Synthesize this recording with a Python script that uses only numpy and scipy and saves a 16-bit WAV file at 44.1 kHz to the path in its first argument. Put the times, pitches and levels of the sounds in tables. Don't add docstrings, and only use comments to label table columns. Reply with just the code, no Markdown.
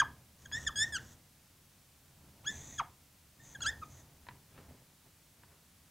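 import sys
import numpy as np
from scipy import signal
from scipy.fft import rfft, irfft, next_fast_len
from scipy.io import wavfile

SR = 44100
rng = np.random.default_rng(int(sys.argv[2]) if len(sys.argv) > 2 else 0)


def master(y):
    cut = np.clip(np.atleast_2d(y).T, -1, 1)
    pcm = np.round(cut * 32767)
    wavfile.write(sys.argv[1], SR, pcm.astype(np.int16))


N = 260190


def from_db(db):
    return 10 ** (np.asarray(db) / 20)


def rms_one(x):
    return x / np.sqrt(np.mean(x ** 2) + 1e-20)


def at_hz(points, hz):
    known_hz, db = np.transpose(points)
    return np.interp(np.log(np.maximum(hz, 1)), np.log(known_hz), db)


def coloured(x, spectrum):
    size = next_fast_len(len(x))
    gains = from_db(at_hz(spectrum, np.fft.rfftfreq(size, 1 / SR)))
    return irfft(rfft(x, size) * gains, size)[:len(x)]


def noise(spectrum):
    return rms_one(coloured(rng.standard_normal(N), spectrum))


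def drift(rate_hz):
    r = np.exp(-2 * np.pi * rate_hz / SR)
    wander = signal.lfilter([1], [1, -2 * r, r * r], rng.standard_normal(N + SR))
    return rms_one(wander[SR:])


def swell(start_s, end_s, attack_s, release_s, change_db=0):
    t = np.arange(N) / SR
    before = np.maximum(start_s - t, 0) / attack_s
    after = np.maximum(t - end_s, 0) / release_s
    change = from_db(np.interp(t, [start_s, end_s], [0, change_db]))
    return np.exp(-np.minimum(before + after, 20)) * change


def together(gains):
    return np.sqrt(sum(g ** 2 for g in gains))


BLOW_SPREAD_DB = 1.5


def struck(events, modes):
    s, level_db = np.transpose(events)
    spread_db = BLOW_SPREAD_DB * rng.standard_normal((len(s), len(modes)))
    strengths = from_db(level_db[:, None] + spread_db)
    out = np.zeros(N)
    for k, (hz, db, t60_s) in enumerate(modes):
        blows = np.full(N, 1e-18)
        sign = (-1) ** k
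        blows[np.round(s * SR).astype(int)] = strengths[:, k] * from_db(db) * sign
        r = from_db(-60 / (t60_s * SR))
        w = 2 * np.pi * hz / SR
        out += signal.lfilter([0, np.sin(w)], [1, -2 * r * np.cos(w), r * r], blows)
    return out


SWELL_DB, FADE_DB = 11.5, 14
SWELL_SHAPE, FADE_SHAPE = 1.5, 1.1


def arch(u, crest):
    crest = np.clip(crest, .02, .98)
    before = np.maximum(1 - u / crest, 0)
    after = np.maximum((u - crest) / (1 - crest), 0)
    return -SWELL_DB * before ** SWELL_SHAPE - FADE_DB * after ** FADE_SHAPE


def glide(start_s, length_s, first_hz, last_hz, bend, crest, overtone_crest, first_db, even_db, odd_db, count=41):
    u = np.linspace(0, 1, count)
    pitch = first_hz + (last_hz - first_hz) * u / (u + abs(bend) * (1 - u))
    fundamental = first_db + arch(u, crest)
    overtones = arch(u, overtone_crest)
    return np.transpose([start_s + length_s * u, pitch, fundamental, even_db + overtones, odd_db + overtones])


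# start in seconds, length in seconds, first pitch in Hz, last pitch in Hz,
# bend (under 1 glides early, over 1 late), loudest point of the fundamental (0-1 of the length),
# loudest point of the overtones (0-1), relative levels of fundamental, even and odd overtones in dB,
# and the change for each overtone above the fourth in dB.
SQUEAK_GLIDES = [(0.0, 0.01, 1677, 1457, 3.4, 0.38, 0.07, -17.5, -29, -33.5, -1),
                 (0.015, 0.017, 1274, 760, 1.75, .3, .2, -23.5, -47, -51, -1),
                 (0.456, 0.008, 1790, 1593, 0.28, 0.73, 0.6, -46, -53.5, -63, -4),
                 (0.522, .068, 1648, 1918, 0.96, 0.42, 0.23, -37.5, -42, -42.5, -15),
                 (0.667, 0.02, 1830, 1523, 1.5, 0.34, 0.56, -31.5, -35, -37.5, -3.5),
                 (0.691, 0.013, 1425, 1026, 0.67, 0.11, 0.1, -38.5, -70, -62, -8),
                 (0.759, 0.091, 1633, 1883, 1.78, 0.87, 0.79, -33, -33.5, -33, -0.6),
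                 (0.924, .051, 1756, 1308, 2.5, 0.69, 0.85, -35, -43, -38.5, 0.9),
                 (0.973, 0.015, 1392, 1814, 1.08, 1, 0.8, -44.5, -53.5, -64, -2),
                 (2.443, 0.02, 895, 1540, 0.5, 1, 1, -51, -59.5, -54, -13),
                 (2.465, 0.044, 1610, 1800, 0.65, 0.33, 0.37, -35, -37.5, -47, -9.5),
                 (2.782, 0.017, 1732, 1520, 1.5, 0.44, 0.62, -42.5, -42, -49.5, -3),
                 (2.795, .026, 1465, 724, 0.46, 0.16, 0.3, -27, -46, -56, -4.5),
                 (3.397, 0.04, 1780, 1852, .4, 0.14, .4, -63, -71, -88, -5),
                 (3.549, 0.016, 1780, 1570, 0.59, .55, 0.3, -44, -54.5, -75, -7),
                 (3.818, 0.023, 1326, 1076, 3.7, 0.73, 0.94, -41.5, -62, -62, -6)]
# time in seconds, slip rate in Hz,
# then relative levels of the fundamental, even overtones and odd overtones in dB.
WAVERING_COURSE = [(3.607, 1400, -48, -58, -46), (3.615, 1410, -49, -72, -49), (3.621, 1676, -55, -41, -51),
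                   (3.633, 1643, -46.5, -41, -46), (3.642, 1340, -48.5, -57, -45),
                   (3.657, 1307, -42.5, -55, -42), (3.665, 1578, -31.5, -40.5, -33),
                   (3.676, 1681, -33, -42.5, -38), (3.693, 1788, -35.5, -41.5, -45),
                   (3.702, 1850, -44, -50.5, -63)]
WAVERING_SOFTNESS_DB = -1.3
# pitch in Hz, gain in dB.
TIP_RESONANCE = [(750, -6), (1100, -0.5), (1400, 0.5), (1640, -1.5), (1720, -0.5), (1810, 2), (1920, 6)]
# frequency in Hz, gain in dB.
BARREL_RESPONSE = [(1700, -0.5), (2700, 2), (3350, 1.5), (4300, -9.5), (5300, -4), (5900, 2), (6750, 0),
                   (7700, -7.5), (8700, -8.5), (9500, -21.5), (12000, -28), (14000, -45.5)]
PURE_HZ, PURE_DB_PER_HZ = 1817, -0.0583


def squeaks(jitter, shimmer_db, slow_hz, slow_roughness, slow_rounding_db, attack_s, release_s, level_db, count=8):
    t, out = np.arange(N) / SR, np.zeros(N)
    wobble = drift(500)
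    flutter = [drift(160) for _ in range(count)]
    courses = [(glide(*row[:-1]), row[-1]) for row in SQUEAK_GLIDES]
    courses.append((WAVERING_COURSE, WAVERING_SOFTNESS_DB))
    for rows, softness_db in courses:
        s, slip_hz, first_db, even_db, odd_db = np.transpose(rows)
        on = (t > s[0] - attack_s) & (t < s[-1] + release_s)
        now = t[on]
        pitch = np.interp(now, s, slip_hz)
        slow = np.clip(1 - pitch / slow_hz, 0, 1)
        uneven_pitch = pitch * (1 + (jitter + slow_roughness * slow) * wobble[on])
        phase = 2 * np.pi * np.cumsum(uneven_pitch) / SR
        fade_in = 1 + (now - s[0]) / attack_s
        fade_out = 1 - (now - s[-1]) / release_s
        gate = np.clip(np.minimum(fade_in, fade_out), 0, 1) ** 2
        for k in range(1, count + 1):
            course_db = first_db if k == 1 else odd_db if k % 2 else even_db
            db = np.interp(now, s, course_db)
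            if k == 1:
                db = db + at_hz(TIP_RESONANCE, pitch)
            else:
                db = db + PURE_DB_PER_HZ * np.maximum(pitch - PURE_HZ, 0)
                db = db + at_hz(BARREL_RESPONSE, k * pitch)
                db = db + max(k - 4, 0) * softness_db
                db = db + (k - 2) * slow * slow_rounding_db
            lag = np.pi * k * k / count
            gain = gate * from_db(db + shimmer_db * flutter[k - 1][on])
            out[on] += gain * np.sqrt(2) * np.cos(k * phase - lag)
    return from_db(level_db) * out


# start in seconds, end in seconds, relative hiss level in dB,
# relative panel rumble level in dB, change of level along the stroke in dB.
PEN_STROKES = [(0.0, 0, -75, -51.5, 3), (0.393, 0.453, -69.5, -67.5, 6.5), (0.556, 0.657, -50.5, -51, -1.5),
               (0.807, 0.903, -52.5, -49, -4.5), (0.945, 1.004, -65, -57, 3.5),
               (1.017, 1.137, -60, -69, -0.5), (2.504, 2.787, -49, -51, -4.5), (3.438, 3.537, -59, -61, 3),
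               (3.657, 3.701, -52, -49, -1), (3.73, 3.858, -74.5, -66.5, 7), (3.902, 4.007, -63.5, -77, 5)]
# frequency in Hz, relative level per hertz in dB.
FLAT_FELT_COLOUR = [(600, -28.5), (1500, 0), (1850, -3), (2400, -16.5), (3400, -3), (4300, -12.5),
                    (4950, -15.5), (5300, -3.5), (5800, 1), (6800, 3), (7200, -6.5), (7700, -1.5),
                    (9200, -18), (11000, -36)]
# frequency in Hz, relative level per hertz in dB.
EDGE_FELT_COLOUR = [(600, -37), (1550, -12), (1900, -10.5), (2150, -7), (2950, -19), (3550, -5.5),
                    (4200, -15), (5500, -16.5), (6100, 4.5), (6900, 1), (7700, -5.5), (8600, -21),
                    (9500, -15.5), (10600, -49)]
# frequency in Hz, relative level per hertz in dB.
SINGING_COLOUR = [(1600, -29.5), (1800, -7.5), (1890, 3.5), (1980, -7.5), (2200, -29.5), (3400, -28.5),
                  (3700, -11.5), (4000, -28.5), (5000, -51.5)]
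TIP_TURNS_S = 1.8
FELT_GRAIN_DB = 1.7
STROKE_ATTACK_S, STROKE_RELEASE_S = 0.015, .014


def sliding_felt(level_db, singing_db):
    drag = together(from_db(db) * swell(start, end, STROKE_ATTACK_S, STROKE_RELEASE_S, change)
                    for start, end, db, _, change in PEN_STROKES)
    snags = rng.standard_normal(N) * from_db(FELT_GRAIN_DB * drift(161))
    flat = rms_one(coloured(snags, FLAT_FELT_COLOUR))
    edge = rms_one(coloured(snags, EDGE_FELT_COLOUR))
    hiss = np.where(np.arange(N) / SR < TIP_TURNS_S, flat, edge)
    singing = from_db(singing_db) * noise(SINGING_COLOUR)
    return from_db(level_db) * drag * (hiss + singing)


# time in seconds,
# time constant in seconds, relative sleeve rustle level in dB, relative low rumble level in dB.
ARM_GESTURES = [(2.26, .17, -77, -60.5), (4.001, 0.34, -74.5, -60.5), (4.34, .07, -97.5, -58),
                (4.588, 0.038, -58.5, -56), (4.705, 0.094, -70.5, -56.5), (5.065, .02, -74.5, -61),
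                (5.43, 0.065, -85.5, -65), (5.53, 0.055, -72, -75), (5.635, 0.017, -82, -74)]
# frequency in Hz, relative level per hertz in dB.
RUMBLE_COLOUR = [(20, -14.5), (33, -10), (45, -10), (58, -6.5), (74, 5), (86, 1), (110, -3.5), (125, 1),
                 (146, -2), (175, -8), (260, -9), (400, -17.5), (900, -18.5), (2000, -37)]
# time in seconds, strength in dB.
PANEL_NUDGES = [(.012, -52.5), (.675, -50.5), (2.792, -55), (3.665, -55)]
# frequency in Hz, relative level in dB, seconds to fall by 60 dB.
PANEL_TONES = [(29.9, 3, .12), (46, -3, 0.23), (69, -1.5, 0.27)]
PANEL_ATTACK_S, PANEL_RELEASE_S, PANEL_REST_DB = 0.067, 0.13, -72.5


def panel(level_db):
    rubbed = [from_db(db) * swell(start, end, PANEL_ATTACK_S, PANEL_RELEASE_S, change)
              for start, end, _, db, change in PEN_STROKES]
    stirred = [from_db(db) * swell(s, s, width, width) for s, width, _, db in ARM_GESTURES]
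    motion = together(rubbed + stirred + [from_db(PANEL_REST_DB)])
    rumble = from_db(level_db) * motion * noise(RUMBLE_COLOUR)
    return rumble + struck(PANEL_NUDGES, PANEL_TONES)


# frequency in Hz, relative level per hertz in dB.
AIR_COLOUR = [(20, -3.5), (45, 7.5), (60, 7), (73, 14), (90, 12.5), (125, 5), (145, 15), (180, 7), (260, 5),
              (400, -2.5), (900, -3), (2500, -4), (8000, -5), (16000, -7)]


def air(level_db):
    return from_db(level_db) * noise(AIR_COLOUR)


# frequency in Hz, relative level per hertz in dB.
SIDE_HISS_COLOUR = [(35, -10.5), (90, -9.5), (350, 2), (700, 1.5), (1400, -2), (3000, -0.5), (15000, -0.5)]


def side_hiss(level_db):
    return from_db(level_db) * noise(SIDE_HISS_COLOUR) * np.array([[1], [-1]])


# delay in seconds, level in dB.
CLOSE_ECHOES = [(.0031, -26.5), (.0074, -10), (0.0119, -13)]
# frequency in Hz, gain in dB.
TAIL_COLOUR = [(200, -5), (850, -15.5), (1150, -20), (1600, -16), (1900, -14.5), (3400, -22), (5000, -20),
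               (7000, -30.5), (14000, -34)]
ROOM_T60_S = 0.26


def room(x, first_wall_s, build_s):
    t = np.arange(SR // 2) / SR
    tail = rng.standard_normal(len(t)) * from_db(-60 * t / ROOM_T60_S)
    tail *= np.clip((t - first_wall_s) / build_s, 0, 1)
    response = coloured(tail / np.linalg.norm(tail), TAIL_COLOUR)
    dull = signal.sosfilt(signal.butter(1, 3000, fs=SR, output="sos"), x)
    samples = np.arange(N)
    early = sum(from_db(db) * np.interp(samples - delay * SR, samples, dull, left=0)
                for delay, db in CLOSE_ECHOES)
    return x + early + signal.fftconvolve(x, response)[:N]


# time in seconds, relative strength in dB.
MARKER_CLICKS = [(0.5153, -39.5), (3.6064, -45), (4.2674, -43), (4.2869, -32), (4.309, -44), (5.435, -47.5)]
# frequency in Hz, relative level in dB, seconds to fall by 60 dB.
MARKER_TONES = [(986, -2, 0.044), (1310, -9, 0.02), (1656, 4, 0.0088), (1950, -8, 0.02), (2470, -9, 0.01),
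                (3100, -19.5, .01), (3960, -13, .012), (5600, -31, .01)]
# frequency in Hz, relative level per hertz in dB.
CRACK_COLOUR = [(400, -30.5), (950, 2), (1500, 5.5), (2500, -1), (4500, -14), (8000, -39)]


def marker_knocks(ring_db, crack_db, crack_t60_s):
    t = np.arange(N) / SR
    burst = sum(from_db(db - 60 * np.abs(t - s) / crack_t60_s) * (t >= s) for s, db in MARKER_CLICKS)
    crack = from_db(crack_db) * burst * noise(CRACK_COLOUR)
    return from_db(ring_db) * struck(MARKER_CLICKS, MARKER_TONES) + crack


# frequency in Hz, relative level per hertz in dB.
CLOTH_COLOUR = [(150, -16), (400, 0), (900, -4.5), (1900, -6), (2600, -12.5), (4500, -19), (8000, -31)]


def sleeve(level_db):
    rustle = together(from_db(db) * swell(s, s, width, width) for s, width, db, _ in ARM_GESTURES)
    crinkle = from_db(3 * drift(90))
    return from_db(level_db) * rustle * crinkle * noise(CLOTH_COLOUR)


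# time in seconds, relative strength in dB.
ARM_BUMPS = [(4.342, -62), (4.708, -49), (4.745, -55.5), (4.82, -60), (5.063, -60)]
# frequency in Hz, relative level in dB, seconds to fall by 60 dB.
BUMP_TONES = [(131, -13, .04), (241, 4, 0.031), (387, -0.5, 0.028), (590, 3.5, 0.032), (1114, -18, .015)]


def arm_bumps(level_db):
    return from_db(level_db) * struck(ARM_BUMPS, BUMP_TONES)


def scene():
    tip = squeaks(jitter=0.0024, shimmer_db=1.44, slow_hz=1610, slow_roughness=.1, slow_rounding_db=-10,
                  attack_s=.004, release_s=.005, level_db=0.21)
    tip = tip + sliding_felt(level_db=-2.8, singing_db=-15.0)
    hand = marker_knocks(ring_db=-8.0, crack_db=-13, crack_t60_s=0.034)
    arm = sleeve(level_db=0.0) + arm_bumps(level_db=-4.5)
    near = room(tip + hand + arm, first_wall_s=0.022, build_s=.009)
    mono = near + panel(level_db=0.0) + air(level_db=-64.5)
    return mono + side_hiss(level_db=-73)


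CUTOFF_HZ = 15750


def record(dry):
    return signal.sosfilt(signal.ellip(12, .1, 80, CUTOFF_HZ, fs=SR, output="sos"), dry)


dry = scene()
out = record(dry)
master(out)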